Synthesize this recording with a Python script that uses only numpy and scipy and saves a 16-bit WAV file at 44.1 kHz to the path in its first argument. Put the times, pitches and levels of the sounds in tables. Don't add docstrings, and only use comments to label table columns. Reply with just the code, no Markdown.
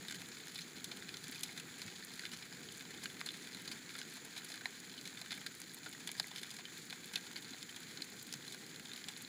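import sys
import numpy as np
from scipy import signal
from scipy.fft import rfft, irfft, next_fast_len
from scipy.io import wavfile

SR = 44100
rng = np.random.default_rng(int(sys.argv[2]) if len(sys.argv) > 2 else 0)


def to_wav(sig):
    pcm = np.clip(np.atleast_2d(sig), -1, 1) * 32767
    pcm = np.round(pcm).astype(np.int16)
    wavfile.write(sys.argv[1], SR, pcm.T)


N = 409233


def from_db(db):
    return 10 ** (np.asarray(db) / 20)


def rms_one(x):
    return x / np.sqrt(np.mean(x ** 2) + 1e-20)


def curve_at(rows, s):
    return np.interp(s, *np.transpose(rows))


def anywhen(count):
    return rng.uniform(0, N / SR, count)


def drift(rate):
    step, settle = 40, 2000
    pole = np.exp(-2 * step * np.pi * rate / SR)
    white = rng.standard_normal(N // step + settle + 2)
    slow = signal.lfilter([1], [1, -2 * pole, pole * pole], white)[settle:]
    return np.interp(np.arange(N) / step, np.arange(len(slow)), rms_one(slow))


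def band(x, low_hz, high_hz, order=2):
    edges_hz = [low_hz, min(high_hz, SR / 2 - 1)]
    return signal.sosfilt(signal.butter(order, edges_hz, "band", fs=SR, output="sos"), x)


def noise(spectrum):
    hz, db = np.transpose(spectrum)
    size = next_fast_len(N)
    white = rfft(rng.standard_normal(size))
    bins_hz = np.maximum(np.arange(len(white)) * SR / size, 1)
    weights_db = np.interp(np.log(bins_hz), np.log(hz), db)
    return rms_one(irfft(white * from_db(weights_db), size)[:N])


def flutter(x, split_hz, low_db, high_db, per_s):
    low = signal.sosfiltfilt(signal.butter(3, split_hz, fs=SR, output="sos"), x)
    high = x - low
    return low * from_db(low_db * drift(per_s)) + high * from_db(high_db * drift(per_s))


# time_s, level_db
FLAME_SIZE = [(0, -58), (0.6, -59), (1.05, -57), (1.45, -58.8), (1.6, -57), (2.08, -59), (2.25, -58.5),
              (2.5, -59), (2.65, -55), (2.8, -59), (2.97, -56), (3.4, -58), (3.68, -57), (3.9, -59),
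              (4.65, -60), (4.9, -59.5), (5.05, -57.5), (5.17, -61), (5.4, -58.5), (5.7, -61), (6.0, -59),
              (6.6, -60.5), (7.0, -58.5), (7.55, -59.5), (7.73, -61), (7.95, -57.5), (8.12, -60),
              (8.45, -57.5), (8.7, -59), (9.28, -59)]
# frequency_hz, density_db (per Hz)
RUMBLE_SPECTRUM = [(20, -57), (50, -27), (80, -15), (120, -5), (165, 1.5), (250, -0.5), (350, -2.5),
                   (480, -8), (570, -17.5), (850, -16), (1200, -40), (2000, -46)]


def rumble():
    trim_db, lick_db, licks_per_s = -0.5, 1.3, 16.6
    sound = flutter(noise(RUMBLE_SPECTRUM), split_hz=200, low_db=lick_db, high_db=lick_db, per_s=licks_per_s)
    sound = flutter(sound, split_hz=42, low_db=4.5, high_db=0.0, per_s=3.4)
    level_db = curve_at(FLAME_SIZE, np.arange(N) / SR) + trim_db
    return from_db(level_db) * sound


# time_s, level_db
GAS_RELEASE = [(0.0, -51), (0.54, -53), (1.29, -51.5), (2.4, -52.5), (3.98, -51.5), (4.94, -53),
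               (5.22, -52), (5.63, -54.5), (6.18, -52.5), (9.28, -53)]
# frequency_hz, density_db (per Hz)
HISS_SPECTRUM = [(500, -15.5), (800, -11.5), (1180, -5), (1600, 3), (2400, 1), (2750, -6.5), (3550, 0),
                 (3770, -1.5), (4100, 1), (4500, -1), (5600, -10), (7800, -7.5), (9000, -12.5),
                 (10300, -8.5), (13000, -18.5), (16000, -28)]


def hiss():
    trim_db = -4
    sound = flutter(noise(HISS_SPECTRUM), split_hz=3050, low_db=1.4, high_db=2, per_s=35)
    level_db = curve_at(GAS_RELEASE, np.arange(N) / SR) + trim_db
    return from_db(level_db) * sound


def insects():
    centre_hz, width_hz, level_db, waver_db = 7020, 600, -62.5, 1
    chorus = band(rng.standard_normal(N), centre_hz - width_hz / 2, centre_hz + width_hz / 2, order=1)
    chorus = rms_one(band(chorus, 5870, 7380))
    return from_db(level_db + waver_db * drift(8.0)) * chorus


# frequency_hz, level_db (rms)
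HUM_PARTIALS = [(86, -101), (173, -74), (255, -70.5), (506, -83)]


def hum():
    t, out = np.arange(N) / SR, 0
    for hz, db in HUM_PARTIALS:
        phase = 2 * np.pi * hz * t + 1.52 * drift(0.89)
        out = out + from_db(db) * np.sqrt(2) * np.sin(phase)
    return out


def whine():
    pitch_hz, flip_hz, level_db = 15000, 29.97, -73
    t = np.arange(N) / SR
    polarity = np.tanh(10 * np.sin(2 * np.pi * flip_hz * t))
    tone = np.sin(2 * np.pi * pitch_hz * t) * polarity
    return from_db(level_db) * rms_one(band(tone, pitch_hz - 190, pitch_hz + 190))


def peak(hz, width_hz, db):
    gain, damping = from_db(db / 2), np.pi * width_hz / SR
    turn = -2 * np.cos(2 * np.pi * hz / SR)
    zeros = [1 + damping * gain, turn, 1 - damping * gain]
    poles = [1 + damping / gain, turn, 1 - damping / gain]
    return np.array(zeros + poles) / poles[0]


# frequency_hz, width_hz, height_db
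BOARD_MODES = [(1130, 66, -13), (1612, 32, 6), (2580, 110, 1.5), (2720, 89, -20.5), (3577, 146, 8),
               (3750, 115, -6.5), (4093, 340, 7.5), (5636, 390, -9.5), (7400, 420, 1), (8480, 1700, -7),
               (12570, 3200, -9.5)]


def board(x):
    return signal.sosfilt([peak(*row) for row in BOARD_MODES], x)


# low_hz, high_hz, tick_level_db
BOARD_RANGES = [(665, 1090, -76.5), (1452, 2430, -65), (2630, 5310, -60.5), (5390, 12300, -66)]


def bursts(times, decays, rings_hz, rings_db, levels_db, grain_db, rise_s):
    length, head = 1600, 353
    ring_share = .12
    break_db, break_s = 5.5, .0008
    slow_tear_s = .005
    scatter_db, scatter_s = -20, .011
    t = np.arange(length) / SR
    chance = rng.standard_normal((len(times), 2, length), dtype=np.float32)
    fibres = chance[:, 0] * from_db(grain_db * np.minimum(chance[:, 1], 1))
    decays = np.abs(decays)[:, None]
    first_break = from_db(break_db) * np.exp(-t / break_s) * np.exp(-(decays / slow_tear_s) ** 2)
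    scatter = from_db(scatter_db) * np.exp(-t / scatter_s)
    shape = (1 - np.exp(-t / rise_s)) * (first_break + np.exp(-t / decays) + scatter)
    rung = []
    for hz, db, tear in zip(rings_hz, rings_db, fibres * shape):
        b, a = np.split(peak(hz, hz * ring_share, db), 2)
        rung.append(signal.lfilter(b, a, tear))
    tears = board(rung)
    sounds = 0
    for (low_hz, high_hz, _), db in zip(BOARD_RANGES, levels_db):
        part = band(tears, low_hz, high_hz, order=3)
        gains = from_db(db) / part[:, :head].std(axis=1)
        sounds = sounds + part * gains[:, None]
    out = np.zeros(N + length)
    for at, sound in zip(np.clip(times * SR, 0, N).astype(int), sounds):
        out[at:at + length] += sound
    return out[:N]


def ticks(times, level_db, bright_db, size_spread_db, tilt_spread_db, range_spread_db, decay_s):
    count = len(times)
    rings_hz = np.exp(rng.uniform(np.log(1400), np.log(9000), count))
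    size, tilt, length, *own = np.clip(rng.standard_normal((count, 3 + len(BOARD_RANGES))), -2, 2).T
    vigour_db = curve_at(GAS_RELEASE, times) - np.mean(np.array(GAS_RELEASE)[:, 1])
    sizes_db = level_db + vigour_db + size_spread_db * size
    tilts_db = bright_db + tilt_spread_db * tilt
    slopes = np.linspace(-1, 1, len(BOARD_RANGES))
    levels_db = [tick_db + sizes_db + tilts_db * slope + range_spread_db * luck
                 for (_, _, tick_db), slope, luck in zip(BOARD_RANGES, slopes, own)]
    decays = decay_s * from_db(4 * length)
    rings_db = np.full(count, 9)
    return bursts(times, decays, rings_hz, rings_db, levels_db, grain_db=6.0, rise_s=0.00048)


def pips(times, level_db, spread_db, low_hz, high_hz, decay_s, rise_s):
    length = 700
    t, out = np.arange(length) / SR, np.zeros(N + length)
    shape = (1 - np.exp(-t / rise_s)) * np.exp(-t / decay_s)
    for at, (size, pitch) in zip((times * SR).astype(int), rng.random((len(times), 2))):
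        hz = low_hz * (high_hz / low_hz) ** pitch
        gain = from_db(level_db - spread_db * size)
        out[at:at + length] += gain * shape * np.sin(2 * np.pi * hz * t)
    return board(out[:N] + 1e-18)


# start_s, level_db
CLEAR_SPITS = [(1.3133, -38.5), (1.4082, -40), (2.048, -37), (2.7736, -42), (3.62, -43), (3.9644, -43),
               (4.2497, -40), (4.4448, -42), (5.5504, -41), (5.6017, -36), (5.7452, -36), (5.892, -42),
               (6.2697, -40), (6.78, -42), (7.0579, -39), (8.227, -35.5), (9.2209, -38.5)]


def spits(level_db, faint_count, faint_db, spread_db, low_hz, high_hz, decay_s):
    times, clear_db = np.transpose(CLEAR_SPITS)
    starts = np.zeros(N)
    faint_at = (anywhen(count=faint_count) * SR).astype(int)
    starts[faint_at] = from_db(faint_db + spread_db * rng.uniform(-1, 1, faint_count))
    starts[(times * SR).astype(int)] = from_db(clear_db + level_db)
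    envelope = signal.lfilter([1], [1, -np.exp(-1 / (decay_s * SR))], starts + 1e-18)
    return envelope * rms_one(band(rng.standard_normal(N), low_hz, high_hz))


def crackle():
    fine = ticks(anywhen(count=520), level_db=-1.5, bright_db=-0.1, size_spread_db=1.0,
                 tilt_spread_db=3.5, range_spread_db=3.5, decay_s=0.0026)
    embers = ticks(anywhen(count=260), level_db=0.4, bright_db=-1.5, size_spread_db=1.5,
                   tilt_spread_db=4.5, range_spread_db=3.0, decay_s=0.001)
    thin = spits(level_db=-7, faint_count=45, faint_db=-52.5, spread_db=-3.0,
                 low_hz=7650, high_hz=12600, decay_s=0.0025)
    pitched = pips(anywhen(count=90), level_db=-43, spread_db=6, low_hz=1400, high_hz=4890,
                   decay_s=0.0017, rise_s=0.0005)
    return fine + embers + thin + pitched


# start_s, decay_s, ring_hz, ring_height_db, thud_db, knock_db, crack_db, snap_db
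POCKET_POPS = [(0.0832, 0.003, 3800, 14, -70, -52, -44, -52), (0.0973, 0.0045, 1680, 6, -76, -52, -52, -55),
               (0.108, 0.003, 2100, 6, -65.0, -49, -52, -54),
               (0.1117, 0.0016, 7300, 11, -70, -53, -51, -51),
               (0.1224, 0.0042, 7300, 12, -73.0, -51, -49, -51.0),
               (0.145, 0.003, 2940, 10, -71, -54, -49.5, -54), (0.155, 0.002, 4600, 8, -74, -59, -55, -54),
               (0.16, 0.0051, 3900, 4, -76, -59, -53, -60), (0.2174, 0.0018, 4090, 9, -80, -54, -51, -54.5),
               (0.3158, 0.011, 5700, 12, -78.5, -56, -52, -60), (0.369, 0.002, 4390, 9, -78, -56, -54, -70),
               (0.3992, 0.01, 3800, 9, -78.5, -59, -53, -61), (0.471, 0.002, 1750, 8, -76, -52, -55, -62),
               (0.4815, 0.002, 6600, 8, -78, -64, -53, -54),
               (0.5558, 0.0072, 7300, 6, -68.0, -64, -44.5, -57),
               (0.579, 0.002, 3530, 10, -75, -59, -50, -56), (0.588, 0.005, 4010, 14, -76, -49.5, -45, -54),
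               (0.6144, 0.011, 6200, 16, -78.5, -65, -50, -58),
               (0.843, 0.0043, 3940, 4, -71, -61, -44, -44.5),
               (0.9136, 0.0099, 6160, 6, -63.0, -51, -46, -58),
               (1.023, 0.001, 2000, 10, -78, -50.5, -56, -70), (1.0853, 0.002, 4130, 9, -77, -56, -56, -70),
               (1.0903, 0.003, 3400, 14, -78.0, -53.5, -47, -60),
               (1.1403, 0.0043, 1440, 9, -69, -52, -46, -56.5),
               (1.1692, 0.001, 6090, 12, -71, -67, -49, -53),
               (1.24, 0.0054, 4900, 6, -78.0, -54, -49.5, -52),
               (1.3216, 0.0076, 5770, 4, -78.5, -53, -50, -55.0),
               (1.346, 0.002, 3570, 9, -78, -67, -53.5, -62),
               (1.3564, 0.0082, 2500, 12, -68.5, -56, -51, -55),
               (1.38, 0.003, 3110, 12, -67.0, -65.0, -52.5, -65.5),
               (1.409, 0.0021, 2940, 9, -74, -63, -52, -56),
               (1.4326, 0.0054, 7100, 1, -66, -57, -39.5, -39.5),
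               (1.4588, 0.002, 3530, 10, -74, -67, -53, -64), (1.49, 0.002, 2200, 19, -68, -52, -64, -70),
               (1.5755, 0.0059, 3840, 17, -68.5, -51.5, -44.5, -49.5),
               (1.5978, 0.0053, 2690, 9, -68.5, -58.0, -49, -50.5),
               (1.8173, 0.0045, 4400, 5, -63, -51.5, -45, -50),
               (1.8788, 0.0058, 5660, 4, -68.5, -51, -51.5, -60),
               (1.9602, 0.0033, 4310, 7, -77.5, -65, -52, -65.0),
               (2.025, 0.0026, 1750, 12, -77, -52, -53, -70),
               (2.0353, 0.0018, 4350, 12, -80, -70, -53, -70),
               (2.1363, 0.0063, 10500, 6, -78.5, -60, -52.5, -57.5),
               (2.1937, 0.002, 4450, 15, -75, -56, -46, -52), (2.194, 0.002, 2050, 12, -76, -49, -62, -60),
               (2.222, 0.002, 4010, 9, -76, -68, -53.5, -63),
               (2.2348, 0.0036, 1520, 12, -79.0, -48, -54, -66),
               (2.2526, 0.0026, 2190, 15, -75, -46.0, -44.5, -56),
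               (2.262, 0.004, 3500, 12, -76, -56, -48, -58), (2.3157, 0.006, 2890, 12, -67, -63, -50, -55),
               (2.3317, 0.015, 5500, 9, -69, -52.5, -49.5, -53),
               (2.4234, 0.0091, 2330, 12, -71, -56, -50.5, -62),
               (2.5252, 0.002, 4950, 14, -73, -56, -53, -60),
               (2.6875, 0.0027, 2890, 13, -74, -66.0, -50.5, -66.5),
               (2.808, 0.0036, 2120, 15, -78.0, -51.0, -55, -64.0),
               (2.906, 0.0063, 4270, 12, -74, -55, -52.5, -57),
               (2.94, 0.0063, 3200, 6, -64, -62, -53.5, -65),
               (3.035, 0.0082, 7300, 7, -65, -53, -49, -48.5),
               (3.0562, 0.0027, 2830, 12, -68.5, -44, -43.0, -57),
               (3.099, 0.0053, 3470, 19, -77.5, -56, -52, -70),
               (3.1667, 0.0048, 9250, 6, -77.0, -57, -58, -63.5),
               (3.2066, 0.002, 3490, 9, -71, -54, -51, -53), (3.2123, 0.0018, 1150, 19, -54, -43, -47, -57),
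               (3.261, 0.0063, 4330, 7, -64, -53.5, -42.5, -46.5),
               (3.2705, 0.002, 1600, 6, -66, -52, -50, -60),
               (3.2879, 0.0024, 3380, 16, -77.0, -52.0, -40, -60),
               (3.305, 0.0044, 4080, 6, -74.0, -56.5, -48, -60.5),
               (3.3395, 0.013, 8600, 6, -66, -55, -52, -57), (3.4716, 0.0023, 3400, 9, -69, -55, -51, -57),
               (3.5699, 0.002, 2070, 9, -63, -57, -54, -62),
               (3.547, 0.0025, 3760, 12, -77.0, -60, -47, -54),
               (3.6762, 0.0065, 4470, 12, -64.5, -54.0, -43.5, -50),
               (3.714, 0.0091, 4830, 9, -65, -50.5, -45, -50),
               (3.8922, 0.0012, 2240, 9, -72, -54, -53, -66),
               (3.902, 0.0044, 3940, 12, -74, -54, -51.5, -63),
               (3.952, 0.007, 1410, 12, -66, -50, -49.5, -64), (3.9816, 0.002, 4220, 6, -73, -59, -52, -57),
               (3.9875, 0.0063, 7440, 8, -65, -51.5, -48, -51),
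               (4.0144, 0.0018, 1500, 15, -74, -49, -46.5, -57),
               (4.147, 0.0015, 4220, 12, -78, -70, -55, -70), (4.167, 0.01, 1460, 14, -63, -58, -53, -56),
               (4.2482, 0.0053, 3530, 9, -68, -66, -55, -61),
               (4.364, 0.0084, 10310, 6, -62, -51, -49, -58.5),
               (4.377, 0.01, 3940, 10, -71.5, -55, -45, -51.0),
               (4.445, 0.0044, 9940, 12, -76, -61, -53, -52), (4.486, 0.011, 4990, 6, -77, -64, -55, -54),
               (4.5, 0.011, 7710, 6, -61, -57, -51.5, -54.0),
               (4.5184, 0.0034, 5660, 7, -79, -54.0, -47.5, -56),
               (4.5402, 0.006, 2550, 4, -72.5, -50.5, -50, -54),
               (4.5564, 0.0022, 4090, 9, -72, -60, -53.5, -60), (4.577, 0.002, 4090, 9, -70, -54, -53, -67),
               (4.609, 0.0025, 1490, 15, -69, -51, -59, -70), (4.656, 0.0018, 1830, 12, -51, -39, -52, -60),
               (4.6561, 0.0016, 4020, 20, -62, -50, -39, -54.5),
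               (4.9148, 0.01, 6670, 6, -78.5, -65, -54, -68),
               (4.9774, 0.0045, 3170, 15, -77.5, -60, -49, -66),
               (4.989, 0.0025, 3920, 10, -78, -61, -51.5, -70),
               (5.0117, 0.002, 4780, 9, -70, -62, -53, -55), (5.054, 0.011, 2170, 15, -75.5, -56, -47, -55),
               (5.0748, 0.0032, 2690, 12, -73.5, -55, -49, -51),
               (5.172, 0.0046, 3500, 12, -73, -54, -48.5, -62.5),
               (5.2137, 0.0052, 3940, 12, -60, -55, -45.5, -51),
               (5.2601, 0.0033, 3050, 12, -75.5, -53, -55, -60),
               (5.3062, 0.01, 2240, 9, -74, -49, -46, -57.0),
               (5.3176, 0.0075, 2180, 2, -59.5, -48, -42.5, -51.0),
               (5.326, 0.003, 3550, 10, -66, -48, -44.5, -56),
               (5.3397, 0.0055, 3380, 12, -72.0, -55, -49, -56.0),
               (5.3755, 0.0033, 2330, 11, -74.5, -52.0, -56, -61),
               (5.4138, 0.011, 3050, 11, -68.5, -55, -55.0, -64),
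               (5.4634, 0.0045, 4600, 6, -78, -45.5, -41.5, -49),
               (5.6166, 0.0025, 10500, 3, -79.0, -55.5, -55, -51),
               (5.86, 0.0082, 1440, 15, -58, -48.0, -50, -59),
               (5.9266, 0.0099, 6910, 4, -75.5, -57, -51, -58),
               (5.948, 0.0017, 1910, 12, -71, -52.5, -64, -64),
               (6.0731, 0.0076, 3470, 10, -61, -49, -41.5, -45),
               (6.0905, 0.0032, 3400, 12, -68.0, -51, -45.5, -62),
               (6.1154, 0.0027, 2280, 12, -78.0, -54, -49, -46.5),
               (6.177, 0.012, 4900, 12, -67, -61, -52, -57), (6.198, 0.0018, 4950, 7, -51, -42.5, -33, -42),
               (6.1983, 0.002, 620, 9, -53, -55, -50, -58),
               (6.228, 0.0035, 4230, 9, -77.5, -64, -51.5, -59.0),
               (6.242, 0.0012, 2010, 6, -64.0, -49, -65.5, -65.5),
               (6.313, 0.002, 3500, 14, -58, -56, -51, -64.5),
               (6.3594, 0.0061, 4230, -1, -77.0, -57, -45.5, -55),
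               (6.3746, 0.002, 4050, 6, -76, -58, -52.5, -55),
               (6.3805, 0.01, 8440, 6, -77.5, -56, -47.5, -54),
               (6.4307, 0.0055, 3530, 9, -77.5, -50.5, -45, -49.5),
               (6.504, 0.0071, 4900, 6, -74, -68, -49, -54), (6.5123, 0.0025, 4900, 14, -67, -65, -53, -52),
               (6.5395, 0.0044, 5980, 9, -64, -60, -56, -56.5),
               (6.566, 0.0025, 9940, 8, -77.0, -59.5, -52, -54),
               (6.587, 0.005, 7710, 6, -58.5, -52, -52, -60),
               (6.653, 0.0026, 3050, 24, -77.0, -57, -47, -66.0),
               (6.899, 0.002, 4010, 7, -76, -57, -48, -56), (6.9055, 0.0033, 3000, 4, -68, -55, -47, -56),
               (6.926, 0.0034, 3280, 11, -56.5, -47.5, -46.5, -59),
               (7.1353, 0.007, 1590, 9, -62, -51, -46.5, -50),
               (7.156, 0.0045, 2600, 15, -61, -46, -40.5, -47),
               (7.1582, 0.0018, 3650, 15, -66, -53, -35, -51), (7.173, 0.01, 3000, 6, -66, -51, -50, -56),
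               (7.2655, 0.009, 1450, 12, -66, -59, -51.5, -62),
               (7.3582, 0.0048, 1900, 6, -62, -52, -47, -58),
               (7.363, 0.003, 4600, 15, -68, -50, -43.5, -56),
               (7.372, 0.011, 2000, 6, -68, -55, -49.5, -56),
               (7.4228, 0.0036, 3450, 12, -70, -66, -52, -57.5),
               (7.445, 0.0076, 4550, 6, -71.0, -59, -52, -60),
               (7.533, 0.0025, 4080, 15, -64, -62.5, -49, -66),
               (7.628, 0.0023, 7100, 13, -79.0, -59.5, -47, -51),
               (7.6912, 0.0036, 3100, 16, -79.0, -68, -50, -64.5),
               (7.761, 0.0068, 3340, 9, -65, -57, -48.5, -52.0),
               (7.9724, 0.0036, 7040, 12, -68, -56, -47, -59),
               (8.0195, 0.0018, 4070, 14, -78.0, -53, -40, -51),
               (8.02, 0.0022, 4800, 16, -78, -62, -43.5, -51),
               (8.326, 0.0018, 4990, 12, -78.0, -60, -47, -45.5),
               (8.338, 0.0027, 6090, 8, -63, -59, -45, -46),
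               (8.4785, 0.0033, 3980, 12, -68, -61, -45.5, -52),
               (8.5224, 0.0099, 3530, 4, -76, -61, -48.5, -51.5),
               (8.5446, 0.0036, 4160, 8, -63, -52.5, -52, -54.5),
               (8.7606, 0.0014, 6790, 1, -78.0, -61.0, -52, -59),
               (8.7962, 0.0019, 2740, 10, -78.5, -53.5, -54, -57.0),
               (8.857, 0.001, 3940, 9, -67, -72, -50.0, -70),
               (8.915, 0.0025, 3680, 14, -78.5, -56, -49, -65),
               (8.9335, 0.0041, 3940, 6, -78.0, -65.5, -46.5, -55),
               (8.961, 0.0017, 2370, 10, -73, -62, -49.5, -72),
               (9.041, 0.0017, 1970, 10, -77, -64, -48.5, -63.5),
               (9.0847, 0.0052, 7600, 12, -61, -52.5, -43, -47.5),
               (9.164, 0.002, 10500, 6, -66, -61, -50, -70),
               (9.1716, 0.0076, 10500, 6, -77, -56, -55, -53.5),
               (9.209, 0.00091, 4470, 9, -76, -69, -55.5, -69),
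               (9.2482, 0.001, 4060, 8, -75, -69, -49.5, -70)]


def pops(level_db):
    times, decays, rings_hz, rings_db, *levels_db = np.transpose(POCKET_POPS)
    sound = bursts(times, decays, rings_hz, rings_db, levels_db, grain_db=9.0, rise_s=0.00025)
    return from_db(level_db) * sound


# start_s, peak_db, pitch_hz
GAS_PUFFS = [(1.287, -47, 225), (1.848, -45.5, 146), (3.694, -46.5, 260), (7.505, -47, 264),
             (8.34, -48, 183)]


def puffs():
    rise_s, width = 0.0048, 1.35
    t, out = np.arange(N) / SR, 0
    for start_s, peak_db, hz in GAS_PUFFS:
        age = np.clip((t - start_s) / rise_s, 0, 40)
        swell = rng.standard_normal(N) * age * np.exp(1 - age)
        puff = band(swell + 1e-18, hz / width, hz * width, order=4)
        out = out + from_db(peak_db) * puff / np.abs(puff).max()
    return out


def scene():
    fire = rumble() + hiss() + crackle() + pops(level_db=0.35) + puffs()
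    garden = insects() + hum() + whine()
    return (fire + garden)[None]


def record(dry):
    cutoff_hz, ripple_db, stop_db = 15800, .2, 70
    return signal.sosfilt(signal.ellip(10, ripple_db, stop_db, cutoff_hz, fs=SR, output="sos"), dry)


dry = scene()
out = record(dry)
to_wav(out)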